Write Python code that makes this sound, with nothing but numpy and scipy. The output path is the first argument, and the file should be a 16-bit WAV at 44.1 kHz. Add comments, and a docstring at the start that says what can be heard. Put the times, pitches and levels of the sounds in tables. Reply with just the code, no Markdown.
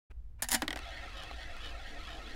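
"""A plastic ramp and a wide plastic funnel indoors, heard close up from one fixed microphone.
A low room rumble comes in as a coin, let go at the top of the ramp, slips softly twice.
It rattles down, thuds through the ramp's foot, drops into the funnel and bounces a few times.
Then it rolls round on its edge: a fine grain that rings the funnel wall and swells twice a lap,
with a few light knocks on the way."""
import sys
import numpy as np
from scipy import signal
from scipy.io import wavfile
from scipy.ndimage import uniform_filter1d, map_coordinates

SR = 44100
rng = np.random.default_rng(int(sys.argv[2]) if len(sys.argv) > 2 else 0)


def master_out(mix):
    """Clip the mix to full scale and print it as 16-bit PCM to the path in sys.argv[1]."""
    frames = np.transpose(np.atleast_2d(mix))
    ceiling = np.clip(frames, -1, 1)
    pcm = np.round(ceiling * 32767).astype(np.int16)
    wavfile.write(sys.argv[1], SR, pcm)


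N = 103635
TIME = np.arange(N) / SR
RING_TIME = TIME[:SR // 3]  # seconds since a blow
IMPULSE = RING_TIME == 0


def amp(db):
    """Decibels to gain."""
    return 10 ** (np.asarray(db) / 20)


def unit(x):
    """Scales to rms 1."""
    return x / np.sqrt(np.mean(x ** 2) + 1e-20)


def add(mix, start_s, sound):
    """Mixes a sound in at its start time."""
    part = mix[max(round(start_s * SR), 0):][:len(sound)]
    part += sound[:len(part)]


def colour(x, spectrum, size=4096):
    """Causal filter of unit energy through (frequency [Hz], level [dB]) points."""
    points_hz, points_db = np.transpose(spectrum)
    hz = abs(np.fft.fftfreq(size, 1 / SR))
    log_gain = np.log(amp(np.interp(np.log(hz + 1), np.log(points_hz), points_db)))
    minimum_phase = np.exp(np.conj(signal.hilbert(log_gain)))
    taps = np.fft.ifft(minimum_phase).real
    return signal.fftconvolve(x, taps / np.linalg.norm(taps))[:len(x)]


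def grains(spread_db=3.5, per_s=14000):
    """Tiny impacts of the coin's edge, of uneven size."""
    size = amp(spread_db * np.minimum(rng.exponential(1, N), 5))
    sign = rng.choice([-1., 1.], N)
    hits = rng.random(N) < per_s / SR
    return unit(size * sign * hits)


def burst(t60, tail_db, tail_t60):
    """Crowded plastic modes: a quick decay and a weaker, longer tail."""
    decay = amp(-60 * RING_TIME / t60)
    tail = amp(tail_db - 60 * RING_TIME / tail_t60)
    return rng.choice([-1., 1.], len(RING_TIME)) * np.hypot(decay, tail)


def ring(modes, spread_db=3):
    """Dying sines; their strengths depend on where the blow lands."""
    out = np.zeros(len(RING_TIME))
    for hz, db, t60 in modes:
        envelope = amp(db + spread_db * rng.uniform(-1, 1) - 60 * RING_TIME / t60)
        out += envelope * np.sin(2 * np.pi * (hz * RING_TIME + rng.random()))
    return out


def rise(seconds):
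    """Soft onset of a blow, with this time constant."""
    return 1 - np.exp(-RING_TIME / seconds)


# slips at the top of the ramp (time [s], length [s], level [dB])
SLIPS = [(0.099, 0.028, -58.5), (0.378, 0.053, -60)]
# their scrape at the microphone (frequency [Hz], level [dB])
SLIP_SPECTRUM = [(200, -5), (950, -6.5), (1200, -7), (1700, -4.5), (2050, -11), (2450, -3.5), (3200, -18.5),
                 (5000, -25), (16000, -36)]


def slips():
    """At the top of the ramp, the coin slips softly before it gathers speed."""
    out = np.zeros(N)
    for start_s, length_s, db in SLIPS:
        count = int(length_s * SR)
        scrape = colour(grains(), SLIP_SPECTRUM)[:count]
        add(out, start_s, amp(db) * np.hanning(count) * scrape)
    return out


# room tone (frequency [Hz], level [dB])
RUMBLE_SPECTRUM = [(5, -31.5), (15, 8), (25, -8.5), (40, -4), (52, 1), (62, -5), (95, -14.5), (130, -25),
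                   (250, -39.5), (600, -48), (2000, -58), (6000, -66.5), (16000, -71.5)]


def room(start_s=.099, rumble_db=-45.5, hum_db=-53.5, hum_hz=52.95, waver_hz=5.05):
    """All round the microphone: low rumble with a wavering hum and a trace of hiss."""
    rumble = unit(colour(rng.standard_normal(2 * N), RUMBLE_SPECTRUM, size=32768)[N:])
    waver = unit(uniform_filter1d(rng.standard_normal(N), size=4000))
    hum = unit(np.sin(2 * np.pi * np.cumsum(hum_hz + waver_hz * waver) / SR))
    onset = np.clip((TIME - start_s) / 0.00043, 0, 1)
    return (amp(rumble_db) * rumble + amp(hum_db) * hum) * onset


# knocks down the ramp (time [s], edge level [dB], click level [dB], body level [dB])
RAMP_KNOCKS = [(0.4217, -26, -43, -37), (0.4245, -55, -34, -33.5), (0.4325, -34.5, -41, -39.5),
               (0.4423, -41, -48, -39.5), (0.4867, -33, -32.5, -37), (0.505, -40, -43, -42.5),
               (.5118, -32, -35, -40.5), (0.5174, -24.5, -27, -29.5), (0.5283, -24.5, -32.5, -31.5),
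               (.5372, -31, -30, -31.5), (.5438, -31, -31, -30.5), (0.5465, -24, -28.5, -32.5),
               (0.5491, -44, -47, -27), (0.556, -39, -43, -39)]
# the three parts of a knock (frequency [Hz], level [dB])
EDGE_SPECTRUM = [(2000, -37), (8000, -16), (9300, -4.5), (10500, -3), (11800, -9.5), (13000, -13),
                 (15800, -14.5)]
CLICK_SPECTRUM = [(300, -8), (1500, -32), (2600, -10), (3100, -4), (3700, -2.5), (4300, -14), (5200, 2.5),
                  (5700, -9), (7100, 4.5), (7900, -5), (8600, -5.5), (13000, -31), (16000, -31)]
BODY_SPECTRUM = [(100, -24), (240, -10), (420, -9.5), (600, 5), (850, 4.5), (1200, -2), (1800, 10.5),
                 (2600, -2), (4300, 1), (8000, -7.5), (16000, -52)]
# ring of the coin and of the ramp (frequency [Hz], level [dB], t60 [s])
COIN_RING = [(6270, -22, .08), (6928, -16, .08), (7030, -20, .08), (7175, -22, .1), (9340, -22, .08),
             (10550, -20, .07), (11600, -23, .055), (15620, -26, .09)]
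RAMP_RING = [(238.6, -19.5, 0.22), (751, -18, 0.18), (789, -18.5, 0.12), (959, -6.5, 0.064),
             (1590, -19.5, 0.21), (1746, -13, 0.037), (1940, -19, 0.13), (1822, -8.5, 0.083),
             (2950, -15, 0.11), (3760, -43, 0.11), (4620, -20.5, 0.1), (4900, -25, 0.065)]


def ramp_rattle():
    """Down the ramp, each knock gives a bright edge, the coin's ringing click and a hollow body."""
    out = np.zeros(N)
    snap = 0.91 * IMPULSE
    for start_s, edge_db, click_db, body_db in RAMP_KNOCKS:
        edge = colour(burst(t60=0.032, tail_db=-30, tail_t60=0.27) + snap, EDGE_SPECTRUM)
        click = colour(burst(t60=0.046, tail_db=-37, tail_t60=0.13) + snap, CLICK_SPECTRUM)
        click += ring(COIN_RING)
        body = colour(burst(t60=0.048, tail_db=-21, tail_t60=0.3), BODY_SPECTRUM)
        body += ring(RAMP_RING)
        add(out, start_s, amp(edge_db) * edge + amp(click_db) * click + amp(body_db) * body)
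    return out


# low ring at the ramp's foot (frequency [Hz], level [dB], t60 [s])
FOOT_RING = [(170, -6, 0.068), (228.3, -3, 0.13), (285, 4.5, 0.057)]


def foot_thud(start_s=.539, db=-31):
    """At its foot, the ramp flexes as the coin presses through the curve."""
    out = np.zeros(N)
    add(out, start_s, amp(db) * ring(FOOT_RING) * rise(0.0054))
    return out


# hits in the funnel (time [s], tick level [dB], clack level [dB], thump level [dB], boom level [dB])
FUNNEL_HITS = [(0.621, -25, -20, -25.5, -22.5), (0.6798, -30.5, -13, -34.5, -28),
               (0.7059, -34.5, -16.5, -35, -44), (0.7289, -34.5, -22, -35, -32),
               (0.7597, -35, -30, -34.5, -38), (0.7732, -40.5, -30, -50, -38),
               (0.782, -51, -41, -52, -40.5), (0.7907, -41, -40, -44, -44), (1.2354, -44, -37, -52, -70),
               (1.567, -48.5, -64, -57, -66)]
# the noisy parts of a hit (frequency [Hz], level [dB])
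TICK_SPECTRUM = [(200, 1.5), (1500, 8), (4500, -0.5), (6500, -4.5), (9000, -6), (12000, -13), (16000, -15)]
CLACK_SPECTRUM = [(200, -22), (800, 3), (1500, -26), (1950, -1), (2650, 4), (3200, 5.5), (3900, 9),
                  (5500, 5), (9000, -43), (16000, -48)]
THUMP_SPECTRUM = [(80, -10), (300, -20), (500, -1.5), (750, 12), (1150, -4.5), (1500, 5), (3000, -9.5),
                  (8000, -27), (16000, -51)]
# ring of the wall and of the whole funnel (frequency [Hz], level [dB], t60 [s])
CLACK_RING = [(1915, -6.5, 0.02), (2180, -23.5, 0.046), (3034, -10, 0.013), (3245, -13, 0.018),
              (3740, -9, 0.0093)]
BOOM_RING = [(153, -23.5, 0.19), (251.4, -7.5, 0.088), (306.7, -4.5, 0.092), (384.4, -22, 0.22)]


def bounces():
    """In the funnel: a contact tick, then the wall's clack, a dull thump and a low boom."""
    out = np.zeros(N)
    onset = rise(0.0014)
    for start_s, tick_db, clack_db, thump_db, boom_db in FUNNEL_HITS:
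        tick = colour(burst(t60=0.013, tail_db=-17.5, tail_t60=0.098) + 5 * IMPULSE, TICK_SPECTRUM)
        clack_noise = colour(onset * burst(t60=0.0095, tail_db=-36, tail_t60=0.16), CLACK_SPECTRUM)
        clack = amp(-9.5) * clack_noise + onset * ring(CLACK_RING)
        thump = colour(onset * burst(t60=0.036, tail_db=-11, tail_t60=0.12), THUMP_SPECTRUM)
        boom = ring(BOOM_RING) * rise(0.0081)
        hit = amp(tick_db) * tick + amp(clack_db) * clack + amp(thump_db) * thump + amp(boom_db) * boom
        add(out, start_s, hit)
    return out


def level(points):
    """Gain over time from (time [s], level [dB]) points."""
    return amp(np.interp(TIME, *np.transpose(points)))


def wall(resonances):
    """Rolling grains ring a group of the wall's steep, two-stage resonances."""
    out = np.zeros(N)
    for hz, width_hz, db in resonances:
        b, a = signal.iirpeak(hz, hz / (1.28 * width_hz), SR)
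        first_stage = signal.lfilter(b, a, grains())
        out += amp(db) * unit(signal.lfilter(b, a, first_stage))
    return out


# paths round the wall to the microphone (delay [s], swing [s], share [ratio], lag [laps])
WALL_PATHS = [(.00063, .00016, -.28, .5), (.00114, .00036, -.33, .02), (.0024, .0008, .45, .5),
              (.0046, .0012, .4, .05)]


def circling(x, lap_s=.466, nearest_s=1.655):
    """Paths round the wall lengthen and shorten as the coin circles, so the sound phases."""
    laps = (TIME - nearest_s) / lap_s
    for delay_s, swing_s, share, lag in WALL_PATHS:
        late_s = delay_s + swing_s * np.cos(2 * np.pi * (laps - lag))
        delayed = map_coordinates(x, [(TIME - late_s) * SR], order=3)
        x = (x + share * delayed) / np.hypot(1, share)
    return x


# four groups of wall resonances, low to high (frequency [Hz], width [Hz], level [dB])
DRONE_BANDS = [(242, 80, -7.5), (318, 32, -5), (465, 78, -7)]
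HOLLOW_BANDS = [(554.4, 37, -11.5), (696.4, 84, -3.5), (776.6, 68, -8)]
MIDDLE_BANDS = [(1281.5, 23, -9.5), (1370, 120, -7), (1632, 180, -10), (1839, 45, -8.5), (2024, 490, -5),
                (2515, 50, -14), (2653, 75, -10)]
WHIRR_BANDS = [(2982, 65, -12.5), (3378, 110, -4.5), (3742, 65, -9.5), (4000, 126, -8), (4320, 220, -14)]
# their swells at the microphone; the treble's shapes both whirr and grit (time [s], level [dB])
DRONE_SWELLS = [(0.82, -71), (1.07, -59), (1.096, -65), (1.344, -59), (1.368, -67), (1.556, -58),
                (1.59, -70), (1.638, -55.5), (1.834, -67), (1.932, -53.5), (2.046, -60.5), (2.35, -53.5)]
HOLLOW_SWELLS = [(.8, -55), (.838, -59.5), (.87, -49.5), (1.0, -58), (1.04, -49), (1.12, -63), (1.16, -52),
                 (1.3, -56.5), (1.365, -58), (1.41, -49), (1.45, -59), (1.525, -49.5), (1.59, -61.5),
                 (1.75, -54.5), (1.85, -53.5), (1.915, -63), (1.97, -45.5), (2.02, -61), (2.19, -49),
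                 (2.24, -58.5), (2.35, -59)]
MIDDLE_SWELLS = [(.8, -51.5), (.89, -52.5), (.97, -47.5), (1.1, -52), (1.21, -49.5), (1.27, -52.5),
                 (1.31, -50.5), (1.385, -58.5), (1.42, -47), (1.47, -51.5), (1.61, -52), (1.66, -47),
                 (1.71, -54.5), (1.88, -51.5), (2.04, -53.5), (2.1, -47.5), (2.15, -53.5), (2.35, -53)]
TREBLE_SWELLS = [(.78, -63), (.83, -53), (.93, -51), (1.0, -55), (1.12, -56.5), (1.18, -47), (1.24, -48.5),
                 (1.27, -55.5), (1.38, -53.5), (1.43, -49.5), (1.47, -58.5), (1.6, -55), (1.64, -46),
                 (1.68, -48), (1.74, -59), (1.82, -56.5), (1.88, -53), (1.96, -59), (2.06, -51),
                 (2.14, -50.5), (2.21, -59.5), (2.3, -52), (2.35, -55)]
# bright and dull grain of the rolling edge (frequency [Hz], level [dB])
GRIT_SPECTRUM = [(500, 0.5), (1800, -3.5), (3100, 10), (4000, 1.5), (4800, -1.5), (6000, -6), (8000, -13.5),
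                 (11000, -16), (15500, -30)]
MURMUR_SPECTRUM = [(80, -8), (250, 4), (420, -16.5), (700, -10), (1050, -1.5), (1700, -3.5), (2400, -23.5),
                   (4000, -4.5), (16000, -35)]


def rolling(start_s=.755, rise_s=0.014):
    """Round the funnel, the coin's edge grinds on the wall, which answers in swelling resonances."""
    treble = level(TREBLE_SWELLS)
    whirr = amp(-3.5) * treble * wall(WHIRR_BANDS)
    grit = amp(-3) * treble * colour(grains(spread_db=7), GRIT_SPECTRUM)
    middle = level(MIDDLE_SWELLS) * wall(MIDDLE_BANDS)
    murmur = amp(-57.5) * colour(grains(), MURMUR_SPECTRUM)
    hollow = level(HOLLOW_SWELLS) * wall(HOLLOW_BANDS)
    drone = level(DRONE_SWELLS) * wall(DRONE_BANDS)
    phasing = circling(whirr + middle + murmur + grit / 2)
    direct = grit / 2 + hollow + drone
    return (phasing + direct) * np.clip((TIME - start_s) / rise_s, 0, 1)


# soft bump on the funnel wall (frequency [Hz], level [dB])
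BUMP_SPECTRUM = [(250, -14.5), (550, -10), (780, 1), (1150, -4), (1500, -8), (4000, -20), (16000, -47)]


def bump(start_s=1.312, db=-35):
    """In mid-roll, the coin gives the wall one dull knock."""
    out = np.zeros(N)
    knock = colour(burst(t60=0.016, tail_db=-36, tail_t60=0.16), BUMP_SPECTRUM)
    add(out, start_s, amp(db) * knock)
    return out


def scene():
    """The coin's run over the room tone, in mono at the microphone."""
    coin = slips() + ramp_rattle() + foot_thud() + bounces() + rolling() + bump()
    return (coin + room())[None]


def record(dry, cutoff_hz=16000):
    """The recorder's band limit."""
    lowpass = signal.firwin(255, cutoff_hz, window=("kaiser", 8), fs=SR)
    return signal.oaconvolve(dry, lowpass[None], "same")


dry = scene()
out = record(dry)
master_out(out)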